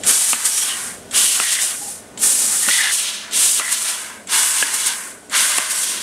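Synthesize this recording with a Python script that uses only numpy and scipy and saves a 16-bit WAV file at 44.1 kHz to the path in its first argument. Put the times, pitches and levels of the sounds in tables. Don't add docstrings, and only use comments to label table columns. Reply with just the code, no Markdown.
import sys
import numpy as np
from scipy import signal
from scipy.fft import rfft, irfft, next_fast_len
from scipy.io import wavfile
from scipy.ndimage import map_coordinates

SR = 44100
rng = np.random.default_rng(int(sys.argv[2]) if len(sys.argv) > 2 else 0)


def log_audio(samples):
    frames = np.atleast_2d(samples).T
    limited = np.clip(frames, -1, 1)
    pcm = np.round(limited * 32767).astype(np.int16)
    wavfile.write(sys.argv[1], SR, pcm)


N = 265482

# t/s, level/dB
DRONE_RIDE = [(0.0, -33.5), (0.1, -31.5), (0.13, -40), (0.25, -47), (0.33, -39), (0.39, -46.5),
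              (1.12, -37.5), (1.16, -34.5), (1.34, -47), (1.41, -45), (1.47, -51.5), (1.83, -41),
              (1.93, -44), (2.21, -35.5), (2.67, -42), (2.68, -27), (2.73, -48.5), (3.28, -44.5),
              (3.37, -38.5), (3.57, -47), (3.6, -36), (3.64, -50), (3.82, -47), (4.38, -40), (4.58, -51),
              (4.63, -37), (4.66, -44.5), (5.25, -42.5), (5.35, -42), (5.55, -45), (5.58, -37),
              (5.63, -49.5), (5.97, -39.5), (6.02, -44)]
# f/Hz, level/dB
HUM_TONES = [(49.5, -74), (99.4, -66), (213, -63), (301, -66), (471, -60.5), (630, -58), (1486, -58)]
# centre t/s, level/dB, half width/s
GANTRY_MOVES = [(.95, -49, 0.17), (2.03, -53, 0.2)]
# f/Hz, t60/s
ROOM_DECAY = [(200, 0.23), (2000, 0.4), (10000, 0.31)]
# start t/s, end t/s, start level/dB, end level/dB, f/Hz, nominal width/Hz
EDGE_TONES = [(.51, 0.643, -29, -27, 5800, 400), (.57, 0.655, -40, -27.5, 3240, 200),
              (0.688, .76, -32, -30, 2990, 260), (1.139, 1.39, -25.5, -36, 2990, 450),
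              (1.411, 1.63, -30, -31.5, 1900, 380), (1.487, 1.725, -34, -38, 3020, 300),
              (1.809, 1.9, -37.5, -39, 809, 28), (2.627, 2.734, -29, -24, 1910, 190),
              (2.73, 2.916, -26.5, -26.5, 1990, 180), (2.78, 2.92, -24.5, -26, 1790, 240),
              (2.69, 2.922, -29, -37, 3530, 150), (3.605, 3.71, -32, -29.5, 1960, 200),
              (4.628, 4.74, -32, -38, 1910, 300), (5.329, 5.466, -29, -30, 1500, 260),
              (5.329, 5.47, -30, -30, 2120, 300), (5.71, 5.94, -36, -34.5, 5700, 500)]
# t/s, level/dB, ring f/Hz, ring t60/s
SLUG_POPS = [(0.332, -5.5, 1240, 0.008), (1.4003, -7, 1360, 0.016), (2.6869, -8.5, 1460, 0.024),
             (3.5981, -12, 1240, 0.016), (4.626, -7.5, 1677, 0.043), (5.5841, -8, 1130, 0.015)]
# t/s, level/dB
VALVE_CUES = [(0.0356, -8), (1.111, -12.5), (2.1752, -14), (3.3107, -19), (4.2717, -18.5), (5.2966, -18.5)]
# f/Hz, width/Hz, level/dB
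GUARD_MODES = [(1825, 1040, -3), (2560, 115, -19.5), (2924, 250, -3), (3330, 41, 3.5), (3630, 190, -8.5),
               (4320, 51, -6), (4560, 44, 0), (5100, 71, -4)]
HEAD_ARRIVALS = [0, .65, 1.78, 2.9, 4.0, 5.0]
# centre t/s, level/dB,
# half width/s
JET_FLARES = [(.095, -13.5, 0.011), (.112, -10, 0.00085), (.461, -18.5, 0.0096), (.583, -17, 0.0056),
              (1.178, -11, .001), (1.527, -18, .008), (1.625, -26, .008), (2.24, -19, 0.0054),
              (2.808, -23.5, .009), (3.724, -18.5, .008), (4.745, -16, .006), (4.87, -16.5, .008),
              (5.714, -21.5, 0.011), (5.832, -22, 0.0059)]
# t/s, level/dB
HISS_RIDES = [
    [(0.0, -42), (0.028, -41), (0.033, -39)],
    [(0.05, -29), (0.072, -13.5), (0.098, -13.5), (0.128, -15), (0.272, -17), (0.328, -15.5),
     (0.336, -22.5), (0.392, -25), (0.442, -24), (0.458, -14.5), (0.508, -22.5), (0.59, -17.5), (0.76, -27),
     (0.866, -26.5), (1.064, -50), (1.105, -48)],
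    [(1.125, -34), (1.151, -17), (1.183, -13.5), (1.507, -21.5), (1.525, -17), (1.555, -22.5), (1.603, -22),
     (1.625, -16.5), (1.775, -29), (1.903, -28), (1.979, -35.5), (2.037, -46.5), (2.165, -54), (2.17, -56)],
    [(2.19, -32), (2.236, -13), (2.404, -17), (2.812, -18), (2.826, -24), (2.908, -23), (2.922, -17),
     (3.018, -22), (3.305, -46.5)],
    [(3.32, -38), (3.334, -25), (3.362, -16), (3.398, -13), (3.596, -19), (3.61, -26), (3.7, -24.5),
     (3.724, -16), (3.754, -23), (3.894, -21), (3.968, -29), (4.024, -30), (4.146, -41), (4.172, -44),
     (4.264, -50), (4.268, -50)],
    [(4.285, -38), (4.309, -24), (4.331, -17.5), (4.373, -14.5), (4.539, -20), (4.617, -17.5), (4.651, -24),
     (4.731, -24.5), (4.743, -19), (4.773, -21.5), (4.851, -21), (4.869, -15), (4.907, -24), (5.083, -33.5),
     (5.157, -41.5), (5.177, -46), (5.29, -52)],
    [(5.31, -38), (5.33, -27.5), (5.366, -15.5), (5.564, -20.5), (5.584, -15.5), (5.59, -24.5),
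     (5.692, -26.5), (5.712, -18.5), (5.73, -23.5), (5.816, -19.5), (5.83, -19), (6.006, -29), (6.02, -29)],
]
# t/s, rush level/dB, roar
# level/dB
SHEET_RIDES = [
    [(0.02, -46, -54), (0.044, -29, -42), (0.052, -33, -36), (0.074, -25.5, -34.5), (0.32, -32, -40)],
    [(0.35, -29, -35), (0.396, -33, -37), (0.468, -32.5, -36), (0.504, -31, -44.5), (0.708, -28.5, -35),
     (0.898, -46, -38.5), (1.105, -54, -67)],
    [(1.125, -40, -42), (1.141, -25, -32.5), (1.157, -21, -32), (1.309, -25.5, -42.5), (1.39, -24.5, -33)],
    [(1.42, -25, -34), (1.444, -27.5, -40), (1.52, -23, -44), (1.714, -32.5, -38), (1.75, -40, -38),
     (1.768, -42, -49), (2.17, -63, -57)],
    [(2.19, -42, -54), (2.238, -30, -36), (2.35, -33.5, -48), (2.554, -34.5, -34.5), (2.598, -32, -45),
     (2.675, -30, -35)],
    [(2.71, -20.5, -36.5), (2.91, -23, -31.5), (2.956, -29, -44), (3.054, -23.5, -37.5),
     (3.182, -30, -44.5), (3.305, -39, -39)],
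    [(3.32, -32, -44), (3.346, -22.5, -42), (3.386, -20.5, -35), (3.528, -29.5, -48), (3.588, -23.5, -38)],
    [(3.615, -28, -29.5), (3.667, -33.5, -37), (3.731, -24.5, -37), (3.835, -33, -39.5),
     (3.853, -23.5, -34.5), (4.155, -45, -40.5), (4.268, -63, -59)],
    [(4.285, -40, -42), (4.293, -31, -38), (4.335, -19.5, -26), (4.509, -29.5, -33), (4.615, -23, -31.5)],
    [(4.65, -29, -33.5), (4.84, -27, -35), (4.902, -22.5, -33), (4.992, -44, -36), (5.096, -49, -42),
     (5.212, -62, -53), (5.29, -63, -69)],
    [(5.31, -48, -42), (5.338, -24.5, -26.5), (5.392, -17.5, -28), (5.472, -25.5, -30), (5.574, -22.5, -29)],
    [(5.6, -30, -30), (5.632, -29.5, -32.5), (5.81, -30.5, -33), (5.832, -26.5, -39), (5.998, -30, -39),
     (6.02, -29, -38.5)],
]

# f/Hz, level/dB
DRONE_EQ = [(15, -48), (25, -25), (92, -10), (141, -12.5), (213, 1.5), (266, -0.5), (300, -1.5), (332, -7),
            (408, 0), (444, -4.5), (637, -3.5), (706, -6), (852, -13), (1500, -25), (1950, -60),
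            (3300, -120)]
HISS_EQ = [(60, -47), (200, -35), (900, -22), (3000, -19.5), (5000, -11.5), (6500, -6.5), (7700, -2.5),
           (8700, 0), (9800, -2.5), (11000, -8), (13000, -17), (15500, -29)]
RUSH_EQ = [(300, -60), (1200, -31), (2200, -6.5), (3000, 0), (3800, 0), (5000, -3.5), (6500, -1.5),
           (9000, -21), (14000, -45)]
ROAR_EQ = [(80, -45), (300, -25), (700, -7.5), (950, -1), (1500, 0), (2000, -2.5), (2500, -5.5),
           (4000, -22), (10000, -55)]
# f/Hz, level/dB
AIR_EQ = [(100, -24), (700, 1.5), (1100, 0), (1500, -0.5), (2300, -4.5), (4500, -9), (8000, -6),
          (15000, -28)]
SERVO_EQ = [(30, -20), (100, -4), (300, -6), (460, -1), (660, -7), (850, -26), (2000, -40), (8000, -70)]
GANTRY_EQ = [(25, -21), (60, -1), (90, 3), (150, 3.5), (300, -11), (1000, -50), (4000, -90)]
THUD_EQ = [(70, -30), (220, 2), (400, -9.5), (1300, -8), (3000, -2.5), (6000, -34)]
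SPIT_EQ = [(600, -32), (1900, -4), (2600, -6), (3400, -0.5), (6000, -10), (7600, 7), (9500, -8),
           (15000, -36)]
SPURT_EQ = [(50, -37), (200, -32.5), (1500, -7.5), (4000, -9), (6500, -3), (8500, 2.5), (10500, -4),
            (15500, -20)]


def amp(db):
    return 10 ** (np.asarray(db) / 20)


def unit(x):
    return x / np.sqrt(np.mean(x ** 2) + 1e-20)


def clock(size=N):
    return np.arange(size) / SR


def along(points, hz):
    f, values = np.transpose(points)
    return np.interp(np.log(hz + 1), np.log(f + 1), values)


def curves(rows):
    times, *columns = np.transpose(rows)
    return [np.interp(clock(), times, column) for column in columns]


def swells(rows):
    return sum(amp(db) * np.exp(-.5 * ((clock() - s) / width) ** 2) for s, db, width in rows)


def wobble(rate):
    return map_coordinates(rng.standard_normal(int(N * rate / SR) + 4), [clock() * rate])


def filtered(x, response):
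    size = next_fast_len(len(x) + SR // 4)
    return irfft(rfft(x, size) * response(np.fft.rfftfreq(size, 1 / SR)), size)[:len(x)]


def resonance(f, hz, width):
    return 1j * f * width / (hz * hz - f * f + 1j * f * width)


def noise(eq, size=N):
    return unit(filtered(rng.standard_normal(size), lambda f: amp(along(eq, f))))


def add(track, s, sound):
    part = track[max(round(s * SR), 0):][:len(sound)]
    part += sound[:len(part)]


def extractor_air():
    return amp(-48.5 + 0.68 * wobble(3.1)) * noise(AIR_EQ)


def machine():
    t = clock()
    hum = np.zeros(N)
    for hz, db in HUM_TONES:
        peak = np.sqrt(2) * amp(db + 2.7 * wobble(3.77))
        hum += peak * np.sin(2 * np.pi * hz * t + 0.94 * wobble(9))
    servo_fade = np.clip((.15 - t) / 0.067, 0, 1)
    servo = amp(-40.5) * servo_fade * noise(SERVO_EQ)
    gantry = swells(GANTRY_MOVES) * noise(GANTRY_EQ)
    drone_db, = curves(DRONE_RIDE)
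    drone = amp(drone_db - 3) * noise(DRONE_EQ)
    return drone + hum + servo + gantry


def workshop(x):
    hz, t, bands = signal.stft(rng.standard_normal(SR // 2), SR, nperseg=256)
    decay = amp(-60 * t / along(ROOM_DECAY, hz)[:, None])
    tail = signal.istft(bands * decay, SR, nperseg=256)[1]
    predelayed = np.pad(tail, (SR // 200, 0))
    return signal.fftconvolve(x, predelayed / np.linalg.norm(tail))[:N]


def rim_whistles():
    out, t = np.zeros(N), clock(SR // 2)
    for start, end, start_db, end_db, hz, width in EDGE_TONES:
        turbulence = rng.standard_normal(len(t))
        tone = unit(filtered(turbulence, lambda f: resonance(f, hz, 1.38 * width) ** 2))
        gate = np.clip(t / 0.0087, 0, 1) * np.clip((end - start - t) / 0.019 + .5, 0, 1)
        level_db = np.interp(t, [0, end - start], [start_db, end_db])
        add(out, start, tone * gate * amp(level_db))
    rasp_db = 2.3 * wobble(250)
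    return out * amp(rasp_db)


def slug_pops():
    out, t = np.zeros(N), clock(SR // 6)
    for s, db, hz, t60 in SLUG_POPS:
        attack = 1 - np.exp(-3 * hz * t)
        ring = -np.sin(2 * np.pi * hz * t) * attack * amp(-60 * t / t60)
        crack = -np.sin(2 * np.pi * 2700 * t) * amp(3.5 - 60 * t / .006)
        thud = noise(THUD_EQ, len(t)) * amp(-14.5 - 60 * t / 0.053)
        add(out, s, amp(db) * (ring + crack + thud))
    return signal.sosfilt(signal.butter(3, 190, "highpass", fs=SR, output="sos"), out)


def valve_spits():
    out, t = np.zeros(N), clock(SR // 8)
    for s, db in VALVE_CUES:
        add(out, s, amp(db - 11 - 60 * t / 0.05) * noise(SPIT_EQ, len(t)))
    return out


def guard_cavity(x, ring_db):
    def lift(f):
        return sum(amp(db) * np.abs(resonance(f, hz, width)) ** 2 for hz, width, db in GUARD_MODES)
    return unit(filtered(x, lambda f: 1 + amp(ring_db) * lift(f)))


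def plate_echoes(x, echo_db, count=24):
    echoes, t = np.zeros(N), clock()
    crossfades = [np.clip((t - s) / 0.042 + .5, 0, 1) for s in HEAD_ARRIVALS[1:]]
    arrived = [np.ones(N), *crossfades, np.zeros(N)]
    for here, next_spot in zip(arrived, arrived[1:]):
        delays = rng.uniform(.0012, .009, count)
        gains = rng.standard_normal(count) * np.exp(-delays / 0.013)
        taps = np.bincount((delays * SR).astype(int), gains)
        echoes += np.sqrt(here - next_spot) * signal.oaconvolve(x, taps / np.linalg.norm(taps))[:N]
    darkened = filtered(echoes, lambda f: 1 / np.sqrt(1 + (f / 7000) ** 2))
    return (x + amp(echo_db) * darkened) / np.sqrt(1 + amp(echo_db) ** 2 / 2)


def spatter(per_second, spread_db):
    sizes = amp(spread_db * np.minimum(rng.exponential(size=N), 4)) * rng.choice([-1, 1], N)
    clicks = sizes * (rng.random(N) < per_second / SR)
    return unit(filtered(clicks, lambda f: amp(along(HISS_EQ, f) / 2)))


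def gas_jet():
    hiss_db, = curves(np.vstack(HISS_RIDES))
    rush_db, roar_db = curves(np.vstack(SHEET_RIDES))
    flutter_db = 0.7 * wobble(70) + 0.49 * wobble(300)
    hiss = amp(hiss_db) * (noise(HISS_EQ) + amp(-13.5) * spatter(per_second=700, spread_db=3))
    spurts = swells(JET_FLARES) * noise(SPURT_EQ)
    rush = amp(rush_db - 0.5 + 0.71 * wobble(25)) * guard_cavity(noise(RUSH_EQ), ring_db=-4.5)
    roar = amp(roar_db + 2.5 + 0.76 * wobble(25)) * guard_cavity(noise(ROAR_EQ), ring_db=0.5)
    return amp(flutter_db) * (hiss + spurts + rush + roar)


def scene():
    accents = valve_spits() + slug_pops() + rim_whistles()
    gas = plate_echoes(gas_jet(), echo_db=-8.5)
    mono = gas + accents + amp(-13.5) * workshop(accents) + machine() + extractor_air()
    return np.array([mono, mono])


def record(dry, top_hz=15650):
    return np.array([filtered(channel, lambda hz: hz < top_hz) for channel in np.clip(dry, -1, 1)])


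dry = scene()
out = record(dry)
log_audio(out)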